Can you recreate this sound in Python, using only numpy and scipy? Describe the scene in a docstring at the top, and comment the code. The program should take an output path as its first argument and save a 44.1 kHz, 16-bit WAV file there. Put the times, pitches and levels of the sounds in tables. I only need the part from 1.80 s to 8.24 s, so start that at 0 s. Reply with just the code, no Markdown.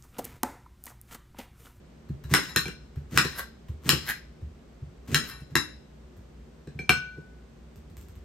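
"""Over a steady hum, the listener first hears a dull, wet thump, as soft pineapple is touched in a small kitchen.
A chef's knife then cuts it into cubes on a ceramic plate on a stone counter. Tearing fibres are trains of
random snaps, landings are short contacts that excite damped modes, and stick-slip friction scrapes the glaze.
The knife is laid down, ringing, and wet cubes are put into a jug. Filtered noise and sines make the background."""
import sys
import numpy as np
from scipy import signal
from scipy.fft import rfft, irfft, next_fast_len
from scipy.io import wavfile
from scipy.ndimage import uniform_filter1d, map_coordinates

SR = 44100
rng = np.random.default_rng(int(sys.argv[2]) if len(sys.argv) > 2 else 0)


def wav_record(signal):
    """Record a signal, one row per channel, as 16-bit PCM in the file named by sys.argv[1]."""
    frames = np.transpose(np.atleast_2d(signal))
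    bounded = np.clip(frames, -1, 1)
    # unit amplitude maps onto the largest positive 16-bit level
    quanta = np.round(bounded * 32767).astype(np.int16)
    wavfile.write(sys.argv[1], SR, quanta)


N = 284004  # length of the scene in samples
T = np.arange(int(.7 * SR)) / SR  # time axis of one event, s


def amp(db):
    """Level law: decibels to amplitude gain."""
    return 10 ** (np.asarray(db) / 20)


def unit(x):
    """Power normalisation: scale to rms 1."""
    return x / np.sqrt(np.mean(x ** 2) + 1e-20)


def along(points, hz):
    """Logarithmic frequency scale: interpolate (f/Hz, value) points at the given frequencies."""
    f, value = np.transpose(points)
    return np.interp(np.log(hz + 1), np.log(f + 1), value)


def add(track, s, x):
    """Superposition: mix x into the track from time s."""
    part = track[..., round(s * SR):][..., :x.shape[-1]]
    part += x[..., :part.shape[-1]]


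def coloured(x, points, tilt_db=0):
    """Minimum-phase filtering: a causal response of unit power with the given colour, tilted in dB per octave."""
    m = 2 * next_fast_len(x.shape[-1])
    hz = np.fft.rfftfreq(m, 1 / SR)
    octaves = np.log2(np.maximum(hz, 1000) / 2000)  # the tilt is constant below 1 kHz
    gain = unit(amp(along(points, hz) + tilt_db * octaves))
    # folding the cepstrum onto positive times makes the filter causal
    cepstrum = irfft(np.log(gain + 1e-6))
    cepstrum[1:m // 2] *= 2
    cepstrum[m // 2 + 1:] = 0
    response = np.exp(rfft(cepstrum))
    return irfft(rfft(x, m) * response)[..., :x.shape[-1]]


def contact(colour, tilt_db, life):
    """Impulsive excitation: a hard contact chatters for a few milliseconds, with unit energy."""
    u = T / life
    chatter = rng.choice([-1, 1], len(T)) * u * np.exp(-u)
    burst = coloured(chatter, colour, tilt_db)
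    return burst / np.linalg.norm(burst)


def ring(modes, blur, scatter_db=2.13, beat_hz=14, beat_depth=0.6):
    """Modal superposition: damped modes vary per blow; close pairs beat and shifting contact blurs pitch."""
    hz, db, t60 = np.transpose(modes)[:, :, None]
    sign = rng.choice([-1, 1], hz.shape)
    strength = sign * amp(db + scatter_db * rng.standard_normal(hz.shape))
    waver = unit(uniform_filter1d(rng.standard_normal((len(modes), len(T))), size=200, axis=1))
    phase = 2 * np.pi * hz * np.cumsum(1 + blur * waver, axis=1) / SR
    split = 2 * np.pi * beat_hz * rng.standard_normal(hz.shape) * T
    pair = np.sin(phase) + beat_depth * np.sin(phase + split)
    return np.sum(strength * amp(-60 * T / t60) * pair, axis=0)


# plate and counter rocking as one heavy body: (f/Hz, relative level/dB, t60/s)
COUNTER_MODES = [(74, -9, 0.21), (143.7, 1.5, 0.11), (175, -1.5, 0.079), (230, -3, 0.067),
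                 (311.8, -3, 0.061), (387.5, -2, 0.071), (452, -8, 0.072), (501, -9.5, 0.079)]


def thud(contact_s):
    """Forced vibration: a push rocks plate and counter; a longer push favours the lowest modes. Peak 1."""
    force = np.sin(np.pi * np.minimum(T / contact_s, 1))
    rocking = np.zeros(len(T))
    for k, (hz, db, t60) in enumerate(COUNTER_MODES):
        mode = np.sin(2 * np.pi * hz * rng.normal(1, 0.017) * T)
        rocking += (-1) ** k * amp(db - 60 * T / t60) * mode
    body = signal.fftconvolve(force, rocking)[:len(T)]
    return body / np.abs(body).max()


def grains(rate, spread_db):
    """Shot noise: tiny snaps at random times (rate per second) and of random sizes, rms 1."""
    happens = rng.random(len(T)) < rate / SR
    sign = rng.choice([-1, 1], len(T))
    size = amp(spread_db * rng.standard_normal(len(T)))
    return unit(happens * sign * size)


def stroke(peak, end, depth_db, judder_db=2.0):
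    """Amplitude modulation: pressure builds to a peak and lets go, catching unevenly on the way."""
    catches = np.interp(T, np.linspace(0, T[-1], 90), rng.standard_normal(90))
    pressure_db = np.interp(T, [0, peak, end], [-depth_db, 0, -depth_db])
    return amp(pressure_db + judder_db * catches) * (T < end)


# edge meets plate: (t/s, snap level/dB, treble tilt/dB per octave)
LANDINGS = [(0.5384, -3, -1.5), (0.761, -8, -1.5), (1.3748, -2.5, -1.5), (2.0914, -3, 0),
            (3.3451, -7, -0.1), (3.754, -6.5, -4)]
# colour of the sharp first snap: (f/Hz, relative spectral level/dB)
SNAP_COLOUR = [(500, -23), (2000, -4.5), (5000, 1.5), (9000, 2), (10500, -9), (12000, 0.5), (13700, -7.5),
               (15500, 2.5)]
# colour of blows on the plate: (f/Hz, relative spectral level/dB)
CLACK_COLOUR = [(100, -30), (300, -8), (600, -25), (800, -16), (1000, -11.5), (1350, -7.5), (1750, 0.5),
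                (2200, -10), (2800, -5.5), (3550, -13), (4050, -1.5), (4650, -17), (5200, -5.5),
                (6000, -18), (9300, -11), (10300, -28.5), (12000, -6), (13800, -26.5), (16000, -26)]
# ringing of the plate under the edge: (f/Hz, relative level/dB, t60/s)
PLATE_MODES = [(844, -17, .16), (1097, -8, 0.18), (1345, -4, 0.2), (1495, -9.5, 0.55), (1590, -1.5, 0.19),
               (1660, -1, 0.15), (1822, 2.5, 0.12), (1935, -1, 0.19), (2340, -7.5, 0.2), (2700, -8.5, 0.22),
               (2786, -11, 0.2), (3160, -10.5, 0.14), (3894, -5, 0.13), (3930, -2, 0.29), (4035, -8, .32),
               (4237, -2.5, 0.18), (5216, -2, 0.23), (5125, -5.5, 0.3), (5400, -16, 0.22),
               (6309, -13.5, .2), (6810, -16.5, 0.24), (7170, -7.5, 0.24), (9405, -7.5, 0.29),
               (11400, -10.5, 0.27), (12500, -14, .18)]
CLACK_DB = 12.5  # the clack over the first snap
PLATE_RING_DB, CHOP_THUD_DB = -32, -22.5  # alike for every landing


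def chops():
    """Impact: the edge breaks through and lands with a snap, a clack, the plate's ring and a counter thud."""
    out = np.zeros((2, N))
    for s, db, tilt_db in LANDINGS:
        snap = amp(db) * contact(SNAP_COLOUR, tilt_db, life=0.00078)
        clack = amp(db + CLACK_DB) * contact(CLACK_COLOUR, tilt_db, life=0.00087)
        plate = amp(PLATE_RING_DB) * ring(PLATE_MODES, blur=0.0039)
        add(out, s, kitchen(snap, wet_db=-10.5))
        add(out, s, kitchen(clack, wet_db=-0.5))
        add(out, s, kitchen(plate, wet_db=-8))
        add(out, s, kitchen(amp(CHOP_THUD_DB) * thud(0.00068), wet_db=-5.5))
    return out


# one cut, which lands with the next chop:
# (bite t/s, fibres level/dB, lean level/dB, blade drawn out t/s, draw scrape level/dB)
CUTS = [(.504, -39, -18, .70, -50), (1.318, -37.5, -22, 1.595, -31.5), (2.049, -40.5, -31.5, 2.3, -28.5),
        (3.282, -43.5, -23, 3.495, -38)]
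BITE_DB, BITE_LAG_S = -29, .004  # thump as the edge enters the fruit, and its delay
LEAN_LEAD_S = .024  # the weight comes on this long before the landing
DRAG_DB, DRAG_PEAK_S, DRAG_END_S = -50, 0.17, 0.29  # the edge slides on the glaze after landing
DRAW_RISE_S, DRAW_FALL_S = .042, 0.023  # the quick pull that frees the blade


def cuts():
    """Sequential excitation: every cut bites, leans, tears to the plate, slides on the glaze and draws out."""
    out = np.zeros((2, N))
    for bite, fibres_db, lean_db, drawn, scrape_db in CUTS:
        landing = min(s for s, *_ in LANDINGS if s > bite)
        slide = scrape(DRAG_PEAK_S, DRAG_END_S, DRAG_DB, tilt_db=-4.5, ring_db=2.5)
        draw = scrape(DRAW_RISE_S, DRAW_RISE_S + DRAW_FALL_S, scrape_db, tilt_db=0.8, ring_db=-16)
        add(out, bite - GRAZE_S, graze())
        add(out, bite + BITE_LAG_S, push(BITE_DB, contact_s=.0035))
        add(out, bite, tearing(landing - bite, fibres_db))
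        add(out, landing - LEAN_LEAD_S, push(lean_db, contact_s=.005))
        add(out, landing, slide)
        add(out, drawn - DRAW_RISE_S, draw)
    return out


# colour of the snapping fibres: (f/Hz, relative spectral level/dB)
FIBRE_COLOUR = [(200, -16), (700, -9), (1600, 4), (3000, -4), (5000, -7), (9000, -6.5), (10300, -21.5),
                (12000, -7), (16000, -18.5)]
# colour of the low crunch through the flesh: (f/Hz, relative spectral level/dB)
CRUNCH_COLOUR = [(30, -39), (100, -5), (200, 3), (400, -6.5), (700, -22), (2000, -41.5), (8000, -79)]
TEAR_LEAD_S = 0.022  # the tearing peaks this long before the landing
TEAR_RELEASE_S, FLESH_RELEASE_S = .16, 0.1  # snaps and low crunch die away after the landing
FLESH_DB = -35  # level of the crunch


def tearing(travel_s, db):
    """Fracture noise: fibres snap ever harder as the blade sinks; flesh passes a low crunch to the plate."""
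    peak = max(travel_s - TEAR_LEAD_S, 1 / SR)
    snaps = amp(db) * coloured(grains(rate=1200, spread_db=1.5), FIBRE_COLOUR)
    snaps = snaps * stroke(peak, travel_s + TEAR_RELEASE_S, depth_db=15.5)
    flesh = amp(FLESH_DB) * coloured(grains(rate=900, spread_db=0.5), CRUNCH_COLOUR)
    flesh = flesh * stroke(peak, travel_s + FLESH_RELEASE_S, depth_db=13)
    return kitchen(snaps + flesh, wet_db=-3.0)


# colour of steel hissing on glaze: (f/Hz, relative spectral level/dB)
GLAZE_COLOUR = [(150, -23.5), (450, -10.5), (650, -18), (1050, -4.5), (1350, -8), (1650, 1.5), (1830, -1.5),
                (2200, -8.5), (4100, -11), (6000, -16.5), (9200, -14), (10300, -18), (11700, -3),
                (13800, -17), (15500, -19)]
# the wet blade chatters as it drags: (f/Hz, relative level/dB, t60/s)
CHATTER_MODES = [(1610, 2.5, .018), (1790, -0.5, 0.016), (11800, -4.5, .004)]
# chatter gain at the reference scrape level; dB more per dB of scrape
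CHATTER_DB, CHATTER_ABOVE_DB, CHATTER_GROWTH = 0, -30, 0.99


def scrape(peak, end, db, tilt_db, ring_db):
    """Stick-slip friction: slips hiss, sustain the plate's modes and make the blade chatter when pulled hard."""
    slips = grains(rate=2200, spread_db=5) * stroke(peak, end, depth_db=22)
    plate = ring(PLATE_MODES, blur=0.0038)
    blade = ring(CHATTER_MODES, blur=0.0088)
    chatter_db = CHATTER_DB + CHATTER_GROWTH * (db - CHATTER_ABOVE_DB)
    modes = amp(ring_db) * plate / np.linalg.norm(plate)
    modes = modes + amp(chatter_db) * blade / np.linalg.norm(blade)
    singing = signal.fftconvolve(slips, modes)[:len(T)]
    hiss = amp(-2.5) * coloured(slips, GLAZE_COLOUR, tilt_db)
    return kitchen(amp(db) * (hiss + singing), wet_db=-4.5)


# colour of snapping juice: (f/Hz, relative spectral level/dB)
JUICE_COLOUR = [(200, -43), (1000, 4.5), (2000, 0), (5000, -3), (9000, 1.5), (10300, -20.5), (12000, 5.5),
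                (16000, -7.5)]
GRAZE_S = .03  # the edge skims the wet surface this long before it bites
BITE_JUICE_DB = -52


def graze():
    """Film rupture: juice crackles ever louder under the edge until it bites."""
    crackle = coloured(grains(rate=600, spread_db=6), JUICE_COLOUR, tilt_db=-3.0)
    pressure = stroke(GRAZE_S, 2 * GRAZE_S, depth_db=22.5)
    return kitchen(amp(BITE_JUICE_DB) * crackle * pressure, wet_db=-3.0)


def squish(db):
    """Film rupture: a film of juice snaps, then fizzes as decaying shot noise."""
    snap = amp(db + 10.0) * contact(JUICE_COLOUR, tilt_db=-2.0, life=0.00022)
    fizz = amp(db - 17.5 - 60 * T / 0.19) * coloured(grains(rate=990, spread_db=2.0), JUICE_COLOUR)
    return kitchen(snap + fizz, wet_db=-3.0)


def push(db, contact_s):
    """Force transmission: a dull thump passes through the soft fruit."""
    return kitchen(amp(db) * thud(contact_s), wet_db=-11.5)


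# the free blade touches something hard:
# (t/s, relative contact level/dB, relative thud level/dB, treble tilt/dB per octave, relative ring level/dB)
CLINKS = [(.856, -34.5, -34, -4.5, -26), (4.9906, -35.5, -33.5, -0.5, -31.5), (5.0931, -3, -21.5, -1, -7)]
# colour of the blade's contact: (f/Hz, relative spectral level/dB)
CLANG_COLOUR = [(100, -21.5), (350, -2.5), (600, -20), (760, 1), (1000, -3), (1600, 2), (1800, -1.5),
                (2100, -5), (3200, -5), (3700, -10), (4300, -15), (6000, -19.5), (9000, -26),
                (12000, -12.5), (16000, -35.5)]
# ringing of the loose blade on the plate's rim: (f/Hz, relative level/dB, t60/s)
BLADE_MODES = [(750, -8, 0.13), (1493, -15, 0.68), (1572, -3.5, .11), (2341, 4, 0.17), (2678, -17, .12),
               (3257, -13, .18), (3900, -21.5, .2), (4233, -8, 0.15), (5200, -15.5, .25), (6240, -19, 0.32),
               (7330, -21, 0.2), (7780, -20, 0.2), (8570, -23, 0.26), (9260, -24, .16), (9900, -21, 0.13),
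               (11220, -21, .16), (12700, -23, 0.15)]


def clinks():
    """Free vibration: out of the fruit, the blade rings on when it touches the rim or the counter."""
    out = np.zeros((2, N))
    for s, db, thud_db, tilt_db, ring_db in CLINKS:
        clang = amp(db + 11.5) * contact(CLANG_COLOUR, tilt_db, life=0.00088)
        blade = amp(ring_db - 14.5) * ring(BLADE_MODES, blur=0.0013)
        add(out, s, kitchen(clang, wet_db=-5.0))
        add(out, s, kitchen(blade, wet_db=-6.5))
        add(out, s, kitchen(amp(thud_db + 4.5) * thud(0.00063), wet_db=-5.5))
    return out


# blade or fingers come down on the fruit: (t/s, thump level/dB, contact time/s, relative juice level/dB)
TOUCHES = [(0.2896, -23, 0.0032, -50.5), (.439, -29.5, 0.0072, -41.5), (1.159, -25, .0077, -49),
           (1.8851, -26, .009, -48), (2.615, -29, .0096, -60), (3.014, -28.5, .0078, -73),
           (3.606, -33, 0.0033, -51.5), (3.708, -32, .0043, -53), (4.944, -30.5, 0.0052, -66.5)]
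TICK_DB = 14.5  # the plate's answer to a wet touch, over the juice setting
THUMP_LAG_S = .007  # the juice snaps first, then the flesh takes the load
REBOUND_S, REBOUND_DB = 0.043, -13.5  # the fruit settles once more; level re thump


def touches():
    """Compliant impact: blade and fingers press soft fruit with a wet tick, a dull thump and a weak rebound."""
    out = np.zeros((2, N))
    for s, db, contact_s, juice_db in TOUCHES:
        tick = amp(juice_db + TICK_DB) * contact(CLACK_COLOUR, tilt_db=-4.5, life=0.0027)
        add(out, s, squish(juice_db))
        add(out, s, kitchen(tick, wet_db=-2.0))
        add(out, s + THUMP_LAG_S, push(db, contact_s))
        add(out, s + THUMP_LAG_S + REBOUND_S, push(db + REBOUND_DB, contact_s=.0072))
    return out


# a loose cube tips against the plate: (t/s, thud level/dB, wet slap level/dB)
FLOPS = [(.88, -29, -14.5), (1.448, -22.5, -6), (2.127, -19, -14), (4.872, -31.5, -29),
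         (5.379, -32.5, -43.5)]


def flops():
    """Impact of a flat face: a cube's wet side slaps the plate."""
    out = np.zeros((2, N))
    for s, db, slap_db in FLOPS:
        slap = amp(slap_db) * contact(CLACK_COLOUR, tilt_db=-2.5, life=0.0018)
        add(out, s, push(db, contact_s=0.00082))
        add(out, s, kitchen(slap, wet_db=-1.5))
    return out


# cubes land and shift in the jug: (t/s, relative juice level/dB)
JUG_CUBES = [(4.368, -52), (5.9588, -48), (6.100, -53), (6.169, -39.5), (6.212, -44), (6.2849, -46),
             (6.3547, -49)]
JUG_THUMP_DB, JUG_CONTACT_S = -40.5, 0.0109


def jug():
    """Damped impact: wet cubes stick to the heap in the jug and nudge the counter through it."""
    out = np.zeros((2, N))
    for s, db in JUG_CUBES:
        add(out, s, squish(db))
        add(out, s + THUMP_LAG_S, push(JUG_THUMP_DB, JUG_CONTACT_S))
    return out


# level difference, left over right: (f/Hz, difference/dB)
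LEFT_LEVEL = [(100, 0), (200, -0.5), (400, 0), (700, 3), (1200, 2), (2400, 1.5), (4400, 5.5), (6500, 10.5),
              (9000, -2), (15000, 1)]
# phase by which the left channel leads: (f/Hz, lead/rad)
LEFT_LEAD = [(100, 0.053), (700, 0.19), (1600, 0.77), (2800, 0.25), (4400, 0.029), (6500, 1.2), (9000, 1.4),
             (15000, 0.97)]


def placed(x):
    """Interchannel level and phase differences: they vary with frequency and place the plate a little left."""
    m = next_fast_len(N + SR)
    hz = np.fft.rfftfreq(m, 1 / SR)
    side = np.array([[.5], [-.5]])  # half of each difference to either channel
    level = amp(side * along(LEFT_LEVEL, hz))
    turn = np.exp(1j * side * along(LEFT_LEAD, hz))
    return irfft(rfft(x, m) * level * turn, m)[:, :N]


def stereo_noise(alike, size):
    """Interchannel coherence: two white noises whose likeness depends on frequency."""
    likeness = np.clip(along(alike, np.fft.rfftfreq(size, 1 / SR)), -1, 1)
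    turn = np.arccos(likeness) / 2
    spectra = rfft(rng.standard_normal((2, size)))
    mid, side = irfft(spectra * [np.cos(turn), np.sin(turn)], size)
    return np.array([mid + side, mid - side])


# likeness of the reverberation left and right: (f/Hz, likeness)
ROOM_ALIKE = [(100, 1), (300, 0.12), (700, 0), (1400, 0.47), (3000, 0), (6000, 0.02), (9000, 0.36),
              (14000, .5)]
# decay of the longer answer from the walls: (f/Hz, t60/s)
WALL_DECAY = [(100, 0.7), (600, 0.31), (1600, 0.36), (5000, 0.48), (9000, 0.21), (15000, 0.22)]
# strength of all reflections: (f/Hz, relative level/dB)
REFLECTION_COLOUR = [(100, 1.5), (7000, 3.5), (12000, -3), (15000, -6.5)]


def kitchen(x, wet_db, gap=0.0066, near_t60=0.18, far_db=-10):
    """Reverberation: direct sound, then a dense answer from nearby appliances and a longer one from the walls."""
    hz, t, z = signal.stft(stereo_noise(ROOM_ALIKE, len(T)), SR, nperseg=256)
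    near = amp(-60 * t / near_t60)
    far = amp(far_db - 60 * t / along(WALL_DECAY, hz)[:, None])
    decay = np.hypot(near, far) * amp(along(REFLECTION_COLOUR, hz))[:, None]
    tail = signal.istft(z * decay, SR, nperseg=256)[1][:, :len(T)]
    tail = tail * np.clip((T - gap) * SR / 40, 0, 1)  # silent until the gap, then in over 40 samples
    response = amp(wet_db) * tail / np.linalg.norm(tail[0])
    response[:, 0] += 1  # direct sound
    return signal.fftconvolve(x[None], response, axes=1)


def slow_drift(t):
    """Slow random modulation: a smooth curve through six random values a second."""
    values = rng.standard_normal(int(N * 6 / SR) + 4)
    return map_coordinates(values, [t * 6])


# colour of the room air: (f/Hz, relative spectral level/dB)
AIR_COLOUR = [(15, -63.5), (25, -29), (40, -12), (64, 1), (92, -18), (141, -8.5), (270, -13.5), (317, -18),
              (363, -13), (394, -14.5), (531, -19.5), (863, -27.5), (1100, -28), (8830, -44.5),
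              (10300, -64), (12000, -47), (16000, -68.5)]
# likeness of the room air left and right: (f/Hz, likeness)
AIR_ALIKE = [(60, 0.97), (200, .9), (500, 0.26), (1500, 0.23), (10000, 0.13)]
# partials of the appliance: (f/Hz, mean rms level/dB)
HUM_PARTIALS = [(59.2, -55.5), (149, -64), (226, -63), (360.7, -74)]


def background():
    """Stationary noise and tones: steady room air and the slightly unsteady hum of an appliance."""
    t = np.arange(N) / SR
    air = amp(-51.5) * unit(coloured(stereo_noise(AIR_ALIKE, N), AIR_COLOUR))
    hum = np.zeros(N)
    for hz, db in HUM_PARTIALS:
        level = np.sqrt(2) * amp(db + 2 * slow_drift(t))  # rms to peak
        hum += level * np.sin(2 * np.pi * hz * t + .5 * slow_drift(t))
    return air + hum


def scene():
    """Linear superposition: everything on the plate, the jug, and the room's background."""
    on_plate = chops() + cuts() + clinks() + touches() + flops()
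    return placed(on_plate) + jug() + background()


TOP_HZ = 16200  # middle of the upper band edge


def record(dry):
    """Saturation and band limiting: the highest peaks are rounded off, and the top of the band is removed."""
    held = dry / (1 + np.abs(dry / .95) ** 6) ** (1 / 6)
    m = next_fast_len(N + SR)
    passed = np.clip((TOP_HZ - np.fft.rfftfreq(m, 1 / SR)) / 800 + .5, 0, 1)  # slope 800 Hz wide
    return irfft(rfft(held, m) * passed, m)[:, :N]


dry = scene()
out = record(dry)
wav_record(out)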